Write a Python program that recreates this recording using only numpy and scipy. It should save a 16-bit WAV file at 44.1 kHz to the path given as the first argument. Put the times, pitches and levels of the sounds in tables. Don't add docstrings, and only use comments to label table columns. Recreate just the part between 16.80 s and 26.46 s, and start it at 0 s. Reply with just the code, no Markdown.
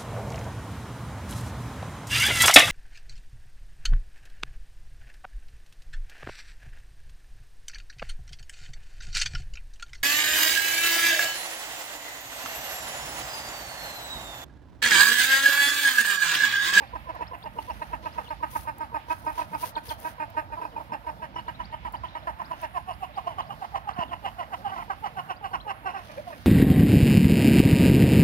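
import sys
import numpy as np
from scipy import signal
from scipy.fft import rfft, irfft, next_fast_len
from scipy.io import wavfile
from scipy.ndimage import uniform_filter1d

SR = 44100
rng = np.random.default_rng(int(sys.argv[2]) if len(sys.argv) > 2 else 0)


def waveform_to_disk(signal):
    frames = np.transpose(np.atleast_2d(signal))
    scaled = np.clip(frames, -1, 1) * 32767
    samples = np.round(scaled).astype(np.int16)
    wavfile.write(sys.argv[1], SR, samples)


N = 426006

# pitch_hz, level_db (per Hz)
TOWN_COLOUR = [(40, 12), (60, 2.5), (90, 3.5), (200, -4), (330, -12.5), (410, -22.5), (630, -6), (900, -11),
               (1380, -12), (2730, -20.5), (5250, -33.5), (6150, -42.5), (8400, -48), (12500, -39.5),
               (15800, -37.5)]
# start_s, level_db
TRAFFIC_BASS = [(0, -45.5), (.4, -49), (1.05, -43.5), (1.9, -50.5), (2.3, -48), (3.7, -53.5), (4.7, -51.5),
                (6.5, -49.5), (9.66, -63)]
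# left_delay_s, right_delay_s, level_db
WALL_ECHOES = [(.034, .028, -21), (.068, .062, -28)]
# start_s, length_ms, level_db (at 3500 Hz), first_pitch_hz, last_pitch_hz
CHIRPS = [(0.066, 33, -50.5, 2770, 4840), (0.463, 26, -49, 3000, 5260), (0.623, 22, -46.5, 2970, 4940),
          (0.806, 26, -49, 2540, 4470), (0.891, 37, -53, 3630, 5600), (1.017, 20, -51, 3290, 4210),
          (1.237, 21, -47, 2600, 4280), (1.311, 27, -51, 2940, 5150), (1.441, 43, -46, 3610, 2770),
          (1.471, 32, -45, 2790, 4370), (2.952, 16, -38, 4250, 3170), (2.966, 27, -43, 4450, 4270),
          (3.088, 16, -35, 5580, 3300), (3.104, 31, -43.5, 4530, 4200), (3.097, 31, -39, 3240, 3200),
          (3.901, 41, -55, 3900, 2910), (4.577, 39, -55, 2740, 4500), (4.155, 25, -56, 2740, 2930),
          (4.38, 22, -53, 3550, 3520), (4.55, 40, -56, 5700, 5140), (4.74, 26, -48, 3280, 4050),
          (4.667, 21, -46, 2560, 4270), (4.831, 35, -46.5, 2930, 4850), (4.91, 14, -50, 2660, 4350),
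          (5.149, 37, -50, 2720, 5030), (5.277, 25, -46.5, 2460, 4100), (5.13, 13, -53, 4600, 3980),
          (5.305, 57, -51, 3900, 3750), (5.378, 36, -60, 5700, 5000), (5.419, 21, -50, 2380, 4180),
          (5.635, 35, -49, 2450, 5200), (5.87, 250, -63, 9550, 10800), (6.08, 97, -62, 10750, 9800),
          (6.122, 27, -55, 2600, 5270), (6.335, 25, -50, 4100, 3750), (6.352, 23, -51, 3800, 5030),
          (6.61, 18, -45, 2740, 3970), (6.662, 23, -56, 4060, 5140), (7.121, 32, -53, 2690, 5140),
          (7.28, 33, -48, 3700, 3080), (8.555, 26, -53, 3240, 4960), (8.7, 61, -61, 4800, 4230),
          (8.797, 23, -47, 2690, 4200), (8.92, 94, -57, 10500, 11100), (9.099, 20, -57, 4100, 5240),
          (9.11, 90, -65, 10800, 9650)]
# middle_s, length_ms, level_db, extra_level_db below SCUFF_SPLIT_HZ
SCUFFS = [(.95, 400, -52, 0), (1.268, 104, -63, 11), (1.42, 215, -56.5, 4.5), (1.685, 26, -60, -10),
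          (1.775, 152, -39, -13), (1.89, 20, -50, -5), (2.314, 61, -53, 6.5), (2.45, 300, -49.5, -12),
          (2.594, 106, -47, 2.5), (2.74, 140, -50.5, -5), (2.849, 115, -36, -8.5), (3.094, 103, -39.5, -7),
          (3.252, 138, -41.5, -7.5), (5.822, 100, -52, 2), (9.3, 335, -56, 6), (9.509, 63, -57, 3),
          (9.62, 240, -54.5, -1)]
# pitch_hz, level_db (per Hz)
SCUFF_COLOUR = [(1180, 4), (2000, 8), (2320, 3), (2830, 6), (5550, -7), (6540, -10.5), (7190, -21),
                (10300, -7.5), (15800, -13.5)]
# start_s, level_db (before the grit's random size)
TICKS = [(0.3501, -63), (0.5856, -64), (1.9826, -53), (3.2, -49), (3.5014, -59.5), (5.1238, -56),
         (5.816, -53)]
# start_s, level_db (before rise and decay), pitch_hz, fade_s (to fall 60 dB)
KNOCKS = [(7.187, -4, 182, 0.012)]
# pitch_sag (share of pitch), second_harmonic_db, middle_db, beak_db
CLUCKS = [(0.017, 35, -35.5, 273, 0.37, -0.09, 6.5, 2.5, 11),
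          (0.151, 20.5, -31, 319.4, 0.41, -0.009, -3, -2.5, -3),
          (0.28, 32.7, -34.5, 323.7, 0.66, -0.08, 3, -0.5, -7),
          (0.347, 24, -35.5, 347.5, 0.46, 0.05, 0, 3, -12),
          (0.414, 18.6, -27, 316, 0.28, -0.059, -4.5, -1, -2),
          (0.533, 21.6, -31, 341.4, 1, -0.026, 0, 0, -7.5),
          (0.656, 23.6, -32.5, 302.4, 0.44, -0.014, 4, 0.5, -9.5),
          (0.783, 12, -28.5, 315.3, 0.67, -0.079, 0.5, -12, -11),
          (0.896, 20, -26.5, 313, 0.39, 0.018, -1, -4, -8.5),
          (1.017, 17.7, -26, 312.5, 0.59, -0.036, 1.5, 0.5, -5),
          (1.13, 24, -26.5, 313.5, 0.35, 0.03, -0.5, 1, -0.5),
          (1.255, 23.5, -26.5, 313.5, 0.51, -0.011, 1, 1.5, 4),
          (1.38, 22, -25.5, 309.8, 0.26, 0.0061, 1.5, 0.5, 2),
          (1.505, 26.4, -26.5, 305.3, 0.11, -0.024, 3, 0.5, 2),
          (1.626, 24.2, -24.5, 312, 0.52, -0.034, -1.5, 0, -1),
          (1.752, 22.5, -24.5, 307.8, 0.52, -0.019, -2, 0, -4),
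          (1.872, 33.7, -27.5, 306.5, 0.35, -0.051, 0, 0, 4),
          (2.004, 35, -25.5, 309.2, 0.28, -0.015, -1, -3, -1),
          (2.143, 30.3, -25, 309, 0.58, 0.0076, -0.5, -1.5, 0),
          (2.3, 34.4, -24.5, 320, 0.44, -0.1, -1, 1.5, 5),
          (2.464, 47, -25.5, 310.2, 0.36, -0.041, 1, 1.5, 2),
          (2.577, 27, -25.5, 323, 0.4, -0.0039, 1, 1, 1), (2.608, 20, -29, 317.4, 0.36, -0.031, 6, 4, 9),
          (2.732, 30, -25.5, 311.2, 0.14, 0.0053, 2.5, 3.5, 0),
          (2.824, 24.2, -26.5, 325.6, 0.59, 0.0045, 3.5, 2, 7),
          (2.964, 18.4, -23, 311.8, 0.97, -0.029, 3, 6, -1),
          (3.104, 24.0, -27.5, 307.3, 0.62, -0.0073, 5.5, 5.5, -1),
          (3.248, 33, -25.5, 319.2, 0.28, -0.036, 2, 4.5, -1.5),
          (3.4, 43, -27, 306.4, 0.23, 0.029, 3, 3.5, 2.5),
          (3.567, 40, -25, 310, 0.42, 0.014, 2.5, 1.5, 1.5),
          (3.721, 31.5, -30.5, 307, 0.48, -0.0062, 4, 2, 4),
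          (3.772, 35, -36, 330, 0.2, -0.035, -2, -10, -13),
          (3.815, 23.5, -27, 318.3, 0.15, -0.023, -4.5, 2, 3.5),
          (3.85, 18.6, -30, 312.7, 0.34, -0.011, -0.5, 2, 1.5),
          (3.964, 34.5, -32, 301.5, 0.14, -0.054, 1, 2, 4),
          (3.998, 26, -34.5, 311.4, 0.33, 0.05, 3, -10, -12),
          (4.12, 33.6, -29, 304.3, 0.18, -0.044, 0, 3.5, 4),
          (4.264, 42, -29, 313.5, 0.28, -0.061, 3, 4, -2), (4.419, 36, -30.5, 320, 0.39, -0.024, 3.5, 4, 3),
          (4.56, 39, -28, 328, 0.22, -0.036, -2, 1.5, 1),
          (4.68, 22, -26.5, 322.6, 0.31, -0.028, -2.5, 2, 0),
          (4.793, 40.6, -32, 321, 0.36, 0.029, 0.5, 2, -1), (4.919, 36, -31, 311.2, 0.3, -0.13, 4, 2, 3),
          (5.049, 36, -28.5, 318.3, 0.3, -0.02, 0.5, 2, -1),
          (5.136, 20.8, -27.5, 321, 0.41, 0.041, -2, 1.5, -0.5),
          (5.235, 25.7, -31, 326.7, 0.41, 0.024, 1, -0.5, 4),
          (5.352, 27, -29, 317.7, 0.19, -0.14, 4.5, 4, 2),
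          (5.471, 35.6, -29, 323.6, 0.28, -0.063, 4, 2.5, -4),
          (5.592, 29.6, -31, 339, 0.61, 0.014, 0.5, 2, -1),
          (5.709, 33, -27.5, 327.6, 0.05, -0.091, 0.5, 0, 5.5),
          (5.824, 35.7, -26.5, 315.3, 0.16, -0.052, 3.5, 3.5, 3),
          (5.955, 29.2, -24, 354.2, 0.33, 0.002, -3, 1.5, 0.5),
          (6.083, 38.5, -25, 359.7, 0.29, 0.022, -1, -1, 3.5),
          (6.223, 28.6, -25, 370.6, 0.36, 0.033, -3, -1, 2.5),
          (6.366, 34.3, -30, 374.4, 0.69, 0.072, -6, -6, -5),
          (6.466, 63, -29, 333, 0.02, 0.002, -1, 4, -0.5),
          (6.581, 29.2, -27, 357.4, 0.4, 0.017, -5.5, 4, 1),
          (6.698, 34, -30.5, 383, 0.37, -0.04, -8.5, 1, 3),
          (6.816, 36, -30, 366.3, 0.43, 0.062, 0.5, 0.0, -7),
          (6.939, 40.7, -30, 359, 0.7, 0.065, 1, 0, -2.5),
          (7.073, 42.5, -30, 386.8, 0.7, 0.041, 2, -7, -0.5),
          (7.165, 76, -29, 341.3, 0.57, -0.081, 4, -6.5, 3.5),
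          (7.313, 32, -28, 342.3, 0.46, -0.1, 2.5, -2.5, 4.5),
          (7.444, 37.2, -26.5, 371.4, 0.92, -0.0064, 0.5, -3, 6.5),
          (7.587, 44.4, -27.5, 340.7, 0.13, -0.0099, 2, -1, 0),
          (7.723, 31.4, -28.5, 362.4, 0.43, 0.025, -3, -2, 2.5),
          (7.848, 59, -30.5, 383, 0.49, 0.039, 2, -3, 5), (7.919, 72, -31, 353, 0.54, 0.037, -1, 3.5, -5),
          (7.984, 47, -31.5, 347.4, 0.32, 0.011, -2.5, 2.5, -1),
          (8.1, 39, -29, 366.5, 0.39, 0.051, -5.5, 1, -2.5),
          (8.234, 40.6, -27.5, 402, 0.73, 0.042, -2.5, 0, 0),
          (8.37, 37, -26.5, 369.7, 0.43, -0.055, -0.5, -3, -1.5),
          (8.491, 35, -27.5, 373, 0.6, -0.017, -2.5, 0, -0.5),
          (8.634, 41, -27.5, 383.3, 0.46, -0.043, -1, -5, -0.5),
          (8.73, 33.6, -27, 351, 0.51, 0.07, -3.5, -1.5, -3.5),
          (8.873, 45, -27.5, 395.6, 0.54, -0.047, -2, -0.5, 0.5),
          (9.056, 57, -28.5, 367.2, 0.29, -0.05, -1, -1, 0),
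          (9.14, 72.6, -32.5, 373.8, 0.25, -0.039, -2, -1, -1),
          (9.285, 60, -44.5, 300, 0.42, 0.081, 0, 0, 2.0), (9.374, 21, -27, 282.6, 0.072, 0.16, 17, 4, 10),
          (9.466, 49, -35.5, 344.5, 0.64, 0.0073, -2, -4, -3),
          (9.525, 17, -35, 300.7, 0.49, -0.033, 5, 10, 13)]
# start_s, pitch_sag (share of pitch),
# second_harmonic_db (against the 3rd, at REST_HZ), fourth_harmonic_db (against the 3rd),
# middle_db (middle resonance), beak_hz (beak resonance), beak_db, lead_in_db
VOICE = [(0, 0.15, -7, -10, -12, 2610, -25.5, -10), (.75, 0.1, -11, -16.5, -13.5, 2780, -2, -15.5),
         (1.3, 0.075, -13.5, -8, -13.5, 2670, -21.5, -18.5),
         (2.1, 0.05, -13.5, -8.5, -11, 2580, -23.5, -20.5),
         (2.9, 0.016, -18.5, -14.5, -20, 2400, -24.5, -23),
         (3.6, -0.022, -13.5, -10, -11.5, 2610, -17.5, -22.5),
         (4, 0.11, -12.5, -15, -19.5, 2520, -24.5, -18), (4.5, 0.032, -15, -12, -14.5, 2880, -16.5, -22),
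         (5.2, 0.14, -19, -9.5, -16.5, 3055, -18.5, -29), (5.8, 0.14, -12, -13, -16, 2740, -21, -45),
         (6.2, 0.12, -5.5, -35, -20, 2790, -13.5, -28), (6.55, 0.21, -7, -15, -26, 2940, -14, -22.5),
         (7.2, 0.23, -10, -9.5, -10.5, 2816, -15, -29.5), (8, 0.181, -10, -6, -17, 2940, -17.5, -23),
         (8.6, 0.19, -12, -5.5, -15, 2830, -8.5, -22), (9.151, 0.15, -8, -5.5, -13.5, 2685, -11, -17.5),
         (9.3, -0.054, 19, 15, -1, 2350, -5, -22), (9.38, -0.35, 28, 5, -20, 2280, -27, -44),
         (9.471, 0.14, 6, -15, -24, 2390, -22, -34), (9.53, 0.11, 12, 12, -10, 2500, -13, -17)]
# start_s, roughness (0-1)
ROUGHNESS = [(0, .3), (.8, .12), (1.3, .07), (2.2, .08), (2.5, .14), (3.4, .12), (3.6, .04), (4, .22),
             (5.6, .2), (6, .2), (6.5, .3), (7, .3), (8.3, .22), (9.2, .25), (9.35, .06)]
# start_s, pitch_hz
LEAD_IN_PITCH = [(0, 487.7), (1.5, 481.6), (4, 464.4), (6, 433), (9.6, 451)]
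# start_s, level_db
FIRST_HARMONIC = [(0, -4), (1, -13), (4, -10), (6, -16.5), (8, -15), (9.6, -7)]
# start_s, rise_s
ATTACK = [(0, 0.013), (5.5, 0.0051), (6, 0.048), (6.4, 0.017), (8.3, 0.023), (9.6, 0.025)]
# start_s, share
MIDDLE_SHARE = [(0, 0.63), (3.5, 0.62), (5.5, 0.59), (7, 0.638), (9.2, 0.7)]
# start_s, level_db
UPPER_RESONANCES = [(0, -44), (4, -43), (4.8, -41.5), (7.5, -43), (8.6, -37.5), (9.3, -34)]
# pitch_hz, level_db
LEFT_PORT = [(60, -12.5), (110, -3.5), (200, -5), (380, -0.5), (620, -2.5), (770, -7), (930, -5.5),
             (1290, -6.5), (2380, -6.5), (4400, 0.5), (8120, 4.5), (15000, 6.5)]
# pitch_hz, lead_radians
LEFT_PHASE = [(60, .9), (130, .6), (290, .1), (620, -.2), (760, -.8), (930, -.7), (1150, -.2), (1800, -.45),
              (2700, .1)]
# pitch_hz, likeness (0-1)
ALIKE = [(60, 0.92), (250, 1), (1000, 0.92), (2500, 0), (5000, 0), (15000, 0)]

SIZE = next_fast_len(N + SR)
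FREQ = np.maximum(np.arange(SIZE // 2 + 1) * SR / SIZE, 1)
TOWN_DB = -42.5
GROUND_T60_S, GROUND_DB = .11, -13
YARD_T60_S, YARD_DB = .6, -19
YARD_HZ = 3750
CHIRP_STEEPEST, CHIRP_STEEPNESS = .35, 3.5
CHIRP_WARBLE_HZ = 55
SCUFF_SPLIT_HZ, SCUFF_RIGHT_DB = 6650, (-2, -7.5)
HENS_PER_S = 9
HENS_MIN_DB, HEN_BASE_HZ, HEN_BASE_MS = -45, 334.7, 45
LEAD_IN_S = .026
THROAT_HZ, THROAT_WIDTH_HZ, THROAT_RING = 904, 550, .25
REST_HZ, SECOND_DB_PER_HZ = 304, 0.19
SAG_BY_MIDDLE = .45
DROOP_PER_S = 5
UPPER_SHARES = 1.52, 2
LEFT_LEAD_MS = .41
BOTTOM_HZ, TOP_HZ = 51.9, 15700


def undb(db):
    return 10 ** (np.asarray(db) / 20)


def on_freq(table):
    hz, value = np.transpose(table)
    return np.interp(np.log(FREQ), np.log(hz), value)


def over_time(table, s):
    return np.interp(s, *np.transpose(table))


def filtered(x, gain):
    return irfft(rfft(x, SIZE) * gain, SIZE)[..., :N]


def unit(x):
    return x / np.sqrt(np.mean(x ** 2))


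def walk(rate, count=N):
    hold = max(int(SR / rate), 1)
    steps = np.repeat(rng.standard_normal(count // hold + 1), hold)
    return 1.92 * uniform_filter1d(steps, hold)[:count]


def add(out, s, x):
    i = int(s * SR)
    x = x[max(-i, 0):N - i]
    out[max(i, 0):max(i, 0) + len(x)] += x


def ring(x, hz, width_hz):
    b, a = signal.iirpeak(hz, hz / width_hz, fs=SR)
    once = signal.lfilter(b, a, x)
    return unit(signal.lfilter(b, a, once))


def town():
    bands = 0
    colour = undb(on_freq(TOWN_COLOUR)) * rfft(rng.standard_normal((2, SIZE)))
    for hz in 40 * 2 ** np.arange(9):
        octaves_away = np.clip(np.log2(FREQ / hz), -1, 1)
        band = colour * np.cos(np.pi / 2 * octaves_away) ** 2
        waver = undb(.7 * walk(2) + 1.5 * walk(12))
        bands = bands + waver * irfft(band, SIZE)[:, :N]
    bass_shape = 1 / (1 + ((FREQ - 59) / 14) ** 4)
    bass = unit(filtered(rng.standard_normal((2, N)), bass_shape))
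    bass_db = over_time(TRAFFIC_BASS, np.arange(N) / SR) + 0.99 * walk(2.87)
    return undb(TOWN_DB) * unit(bands) + undb(bass_db) * bass


def yard(x):
    t = np.arange(SR) / SR
    tail = 0
    for t60, db in ((GROUND_T60_S, GROUND_DB), (YARD_T60_S, YARD_DB)):
        decay = np.exp(-np.log(1000) * t / t60) * np.minimum(t / 0.0011, 1)
        scatter = rng.standard_normal((2, SR)) * decay / np.sqrt(np.sum(decay ** 2))
        tail = tail + undb(db) * scatter
    echoes = 0
    for left, right, db in WALL_ECHOES:
        delays = np.array([[left], [right]])
        echoes = echoes + undb(db) * np.exp(-2j * np.pi * FREQ * delays)
    duller = 1 / (1 + 1j * FREQ / YARD_HZ)
    return filtered(x, echoes), filtered(x, rfft(tail, SIZE) * duller)


def knock():
    out, t = np.zeros(N), np.arange(4000) / SR
    for s, db, hz, t60 in KNOCKS:
        decay = np.exp(-np.log(1000) * t / t60) * np.minimum(t / 0.0038, 1)
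        add(out, s, -undb(db) * np.sin(2 * np.pi * hz * t) * decay)
    return out


def feet():
    t, gain = np.arange(N) / SR, np.zeros((2, N))
    for s, ms, db, low_db in SCUFFS:
        a, b = max(int((s - ms / 1000) * SR), 0), int((s + ms / 1000) * SR)
        swell = np.exp(-np.abs(2 * (t[a:b] - s) * 1000 / ms) ** 3)
        gain[:, a:b] += undb([[db + low_db], [db]]) * swell
    grains = rng.standard_normal((2, N)) * undb(1.5 * walk(300) + walk(30))
    hiss = unit(filtered(grains, undb(on_freq(SCUFF_COLOUR))))
    low = signal.lfilter(*signal.butter(4, SCUFF_SPLIT_HZ, fs=SR), hiss)
    high = signal.lfilter(*signal.butter(4, SCUFF_SPLIT_HZ, "high", fs=SR), hiss)
    out = np.zeros((2, N))
    for band, level, right_db in zip((low, high), gain, SCUFF_RIGHT_DB):
        out += band * level * undb([[0], [right_db]])
    tick_t = np.arange(300) / SR
    for s, db in TICKS:
        grit = rng.standard_normal((2, 300))
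        for port, side, port_db in zip(out, grit, (0, SCUFF_RIGHT_DB[0])):
            click = np.diff(side, 2) * np.exp(-tick_t[2:] / 0.006)
            add(port, s, undb(db + port_db) * click)
    return out


def birds():
    out = np.zeros(N)
    for s, ms, db, first_hz, last_hz in CHIRPS:
        u = np.arange(int(ms * SR / 1000)) / (ms * SR / 1000)
        glide = np.tanh(CHIRP_STEEPNESS * (u - CHIRP_STEEPEST))
        pitch = first_hz + (last_hz - first_hz) * (glide - glide[0]) / (glide[-1] - glide[0])
        pitch += CHIRP_WARBLE_HZ * walk(500, count=len(u))
        whistle = np.sin(2 * np.pi * np.cumsum(pitch) / SR)
        loud = undb(db + 2.34 * walk(252, count=len(u))) * np.sin(np.pi * u) ** .5
        add(out, s, loud * 3500 / pitch * whistle)
    return out


def hens():
    out, k = np.zeros(N), np.arange(2, 10)[:, None]
    for when, high, glide, long, loud in rng.random((int(HENS_PER_S * N / SR), 5)):
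        u = np.linspace(0, 1, int(HEN_BASE_MS * (.5 + long) * SR / 1000))
        bend = 1 + .4 * (glide - .6) * u + .03 * walk(200, count=len(u))
        hz = HEN_BASE_HZ * (.7 + .8 * high) * bend
        voice = (np.sin(k * 2 * np.pi * np.cumsum(hz) / SR) / k ** 1.7).sum(0)
        add(out, when * N / SR, undb(HENS_MIN_DB + 10 * loud) * np.sin(np.pi * u) * voice)
    return out


def resonances(tone_hz, beak_hz, beak_db, mid_db, share, upper_db):
    beak = undb(beak_db) / (1 + ((tone_hz - beak_hz) / 150) ** 2)
    floor = 0.0097 / (1 + (tone_hz / 2200) ** 6)
    middle = undb(mid_db) * (floor + 1 / (1 + ((tone_hz - share * beak_hz) / 300) ** 2))
    upper = sum(undb(upper_db) / (1 + ((tone_hz - up * beak_hz) / 200) ** 2) for up in UPPER_SHARES)
    return (beak + middle) / (1 + (tone_hz / beak_hz / 1.13) ** 20) + upper


def lead_in(t, lead_hz, lead_db):
    n = len(t)
    hz = lead_hz * (1 + 0.025 * walk(83.5, count=n) - 2.3 * (t + 0.01))
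    phase = 2 * np.pi * np.cumsum(hz) / SR
    swell = np.sin(np.pi * np.clip((t / LEAD_IN_S + 1) / 1.34, 0, 1))
    tone = 0.66 * np.sin(phase) + 2.4 * np.sin(2 * phase)
    return undb(lead_db + 3.07 * walk(200, count=n)) * swell * tone


def cluck(ms, db, crest, first_hz, last_hz, second_db, fourth_db, mid_db, beak_hz, beak_db, lead_db,
          lead_hz, rough, first_db, attack_s, share, upper_db):
    t = np.arange(int((LEAD_IN_S + ms / 1000 + 0.04) * SR)) / SR - LEAD_IN_S
    n = len(t)
    hz = first_hz + (last_hz - first_hz) * np.clip(t * 1000 / ms, 0, 1.2) ** 1.333
    hz *= 1 - DROOP_PER_S * np.maximum(t - ms / 1000 + .006, 0)
    phase = 2 * np.pi * np.cumsum(hz * (1 + .05 * rough * walk(200, count=n))) / SR

    rise = np.clip(t / attack_s + .6, 0, 1) ** 2
    fade = np.exp(-np.maximum(t - ms / 1000 + .004, 0) / .01)
    swell = np.sin(np.pi * np.clip(.5 + .5 * (t * 1000 / ms - crest), .2, .82))
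    loud = rise * fade * swell * undb((.8 + 4 * rough) * walk(120, count=n))

    k = np.arange(1, 19)[:, None]
    size = resonances(k * hz, beak_hz, beak_db, mid_db, share, upper_db)
    size *= undb(-2) / (loud + .1) ** .25
    size[:4] = undb([[first_db], [second_db], [0], [fourth_db]])
    size[1] *= undb(SECOND_DB_PER_HZ * (hz - REST_HZ))
    wander = np.array([walk(150, count=n) for _ in k])
    shimmer = 1 + .6 * (rough + .05) * wander * k / 3
    voice = unit((size * shimmer * np.sin(k * phase - k * k / 6)).sum(0))

    slack = rough * np.clip(.3 + t * 1000 / ms, 0, 1.3)
    voice *= 1 + .9 * slack * np.sin(phase / 2)
    puffs = (1 + np.cos(phase)) * rng.standard_normal(n)
    rasp = undb(beak_db) * ring(puffs, beak_hz, 270)
    rasp += undb(mid_db + 4.5) * ring(puffs, share * beak_hz, 260)
    rasp += undb(upper_db + 3.5) * sum(ring(puffs, up * beak_hz, 150) for up in UPPER_SHARES)
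    throat = ring(puffs, THROAT_HZ, THROAT_WIDTH_HZ)
    voice = voice + (.1 + slack) * throat + (.25 + slack) * rasp

    voice = signal.lfilter(*signal.butter(2, 560, "high", fs=SR), voice)
    voice /= np.sqrt(np.average(voice ** 2, weights=loud ** 2))
    voice += THROAT_RING * signal.lfilter(*signal.iirpeak(THROAT_HZ, 4, fs=SR), voice)
    air = undb(-40) * ring(puffs, 10760, 3100) + undb(-48.5) * ring(puffs, 7080, 1000)
    return undb(db) * (loud * voice + loud ** 0.3 * air + lead_in(t, lead_hz, lead_db))


def rooster():
    out = np.zeros(N)
    times, *controls = np.transpose(VOICE)
    for s, ms, db, hz, crest, own_sag, own_second_db, own_mid_db, own_beak_db in CLUCKS:
        voice_now = [np.interp(s, times, control) for control in controls]
        sag, second_db, fourth_db, mid_db, beak_hz, beak_db, lead_db = voice_now
        sag = sag + own_sag
        first_hz = hz * (1 + SAG_BY_MIDDLE * sag)
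        sound = cluck(ms, db, crest, first_hz, first_hz - sag * hz, second_db + own_second_db, fourth_db,
                      mid_db + own_mid_db, beak_hz, beak_db + own_beak_db, lead_db,
                      lead_hz=over_time(LEAD_IN_PITCH, s), rough=over_time(ROUGHNESS, s),
                      first_db=over_time(FIRST_HARMONIC, s), attack_s=over_time(ATTACK, s),
                      share=over_time(MIDDLE_SHARE, s), upper_db=over_time(UPPER_RESONANCES, s))
        add(out, s - LEAD_IN_S, sound)
    return out


def scene():
    poultry, chirps = rooster() + hens(), birds()
    echoes, tail = yard(poultry + chirps)
    diffuse = tail + town()
    alike = np.clip(on_freq(ALIKE), 0, 1)
    diffuse[1] = filtered(diffuse[0], alike) + filtered(diffuse[1], np.sqrt(1 - alike ** 2))
    sides = undb([[0], [-10]]) * chirps + feet() + undb([[-9], [0]]) * knock()
    return poultry + echoes + diffuse[::-1] + sides


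def record(dry):
    lead = 2 * np.pi * FREQ * LEFT_LEAD_MS / 1000 + on_freq(LEFT_PHASE)
    left = filtered(dry[0], undb(on_freq(LEFT_PORT)) * np.exp(1j * lead))
    ports = np.array([left, dry[1]])
    ports = signal.sosfilt(signal.butter(8, BOTTOM_HZ, "high", fs=SR, output="sos"), ports)
    return signal.sosfilt(signal.ellip(10, .2, 70, TOP_HZ, fs=SR, output="sos"), ports)


dry = scene()
out = record(dry)
waveform_to_disk(out)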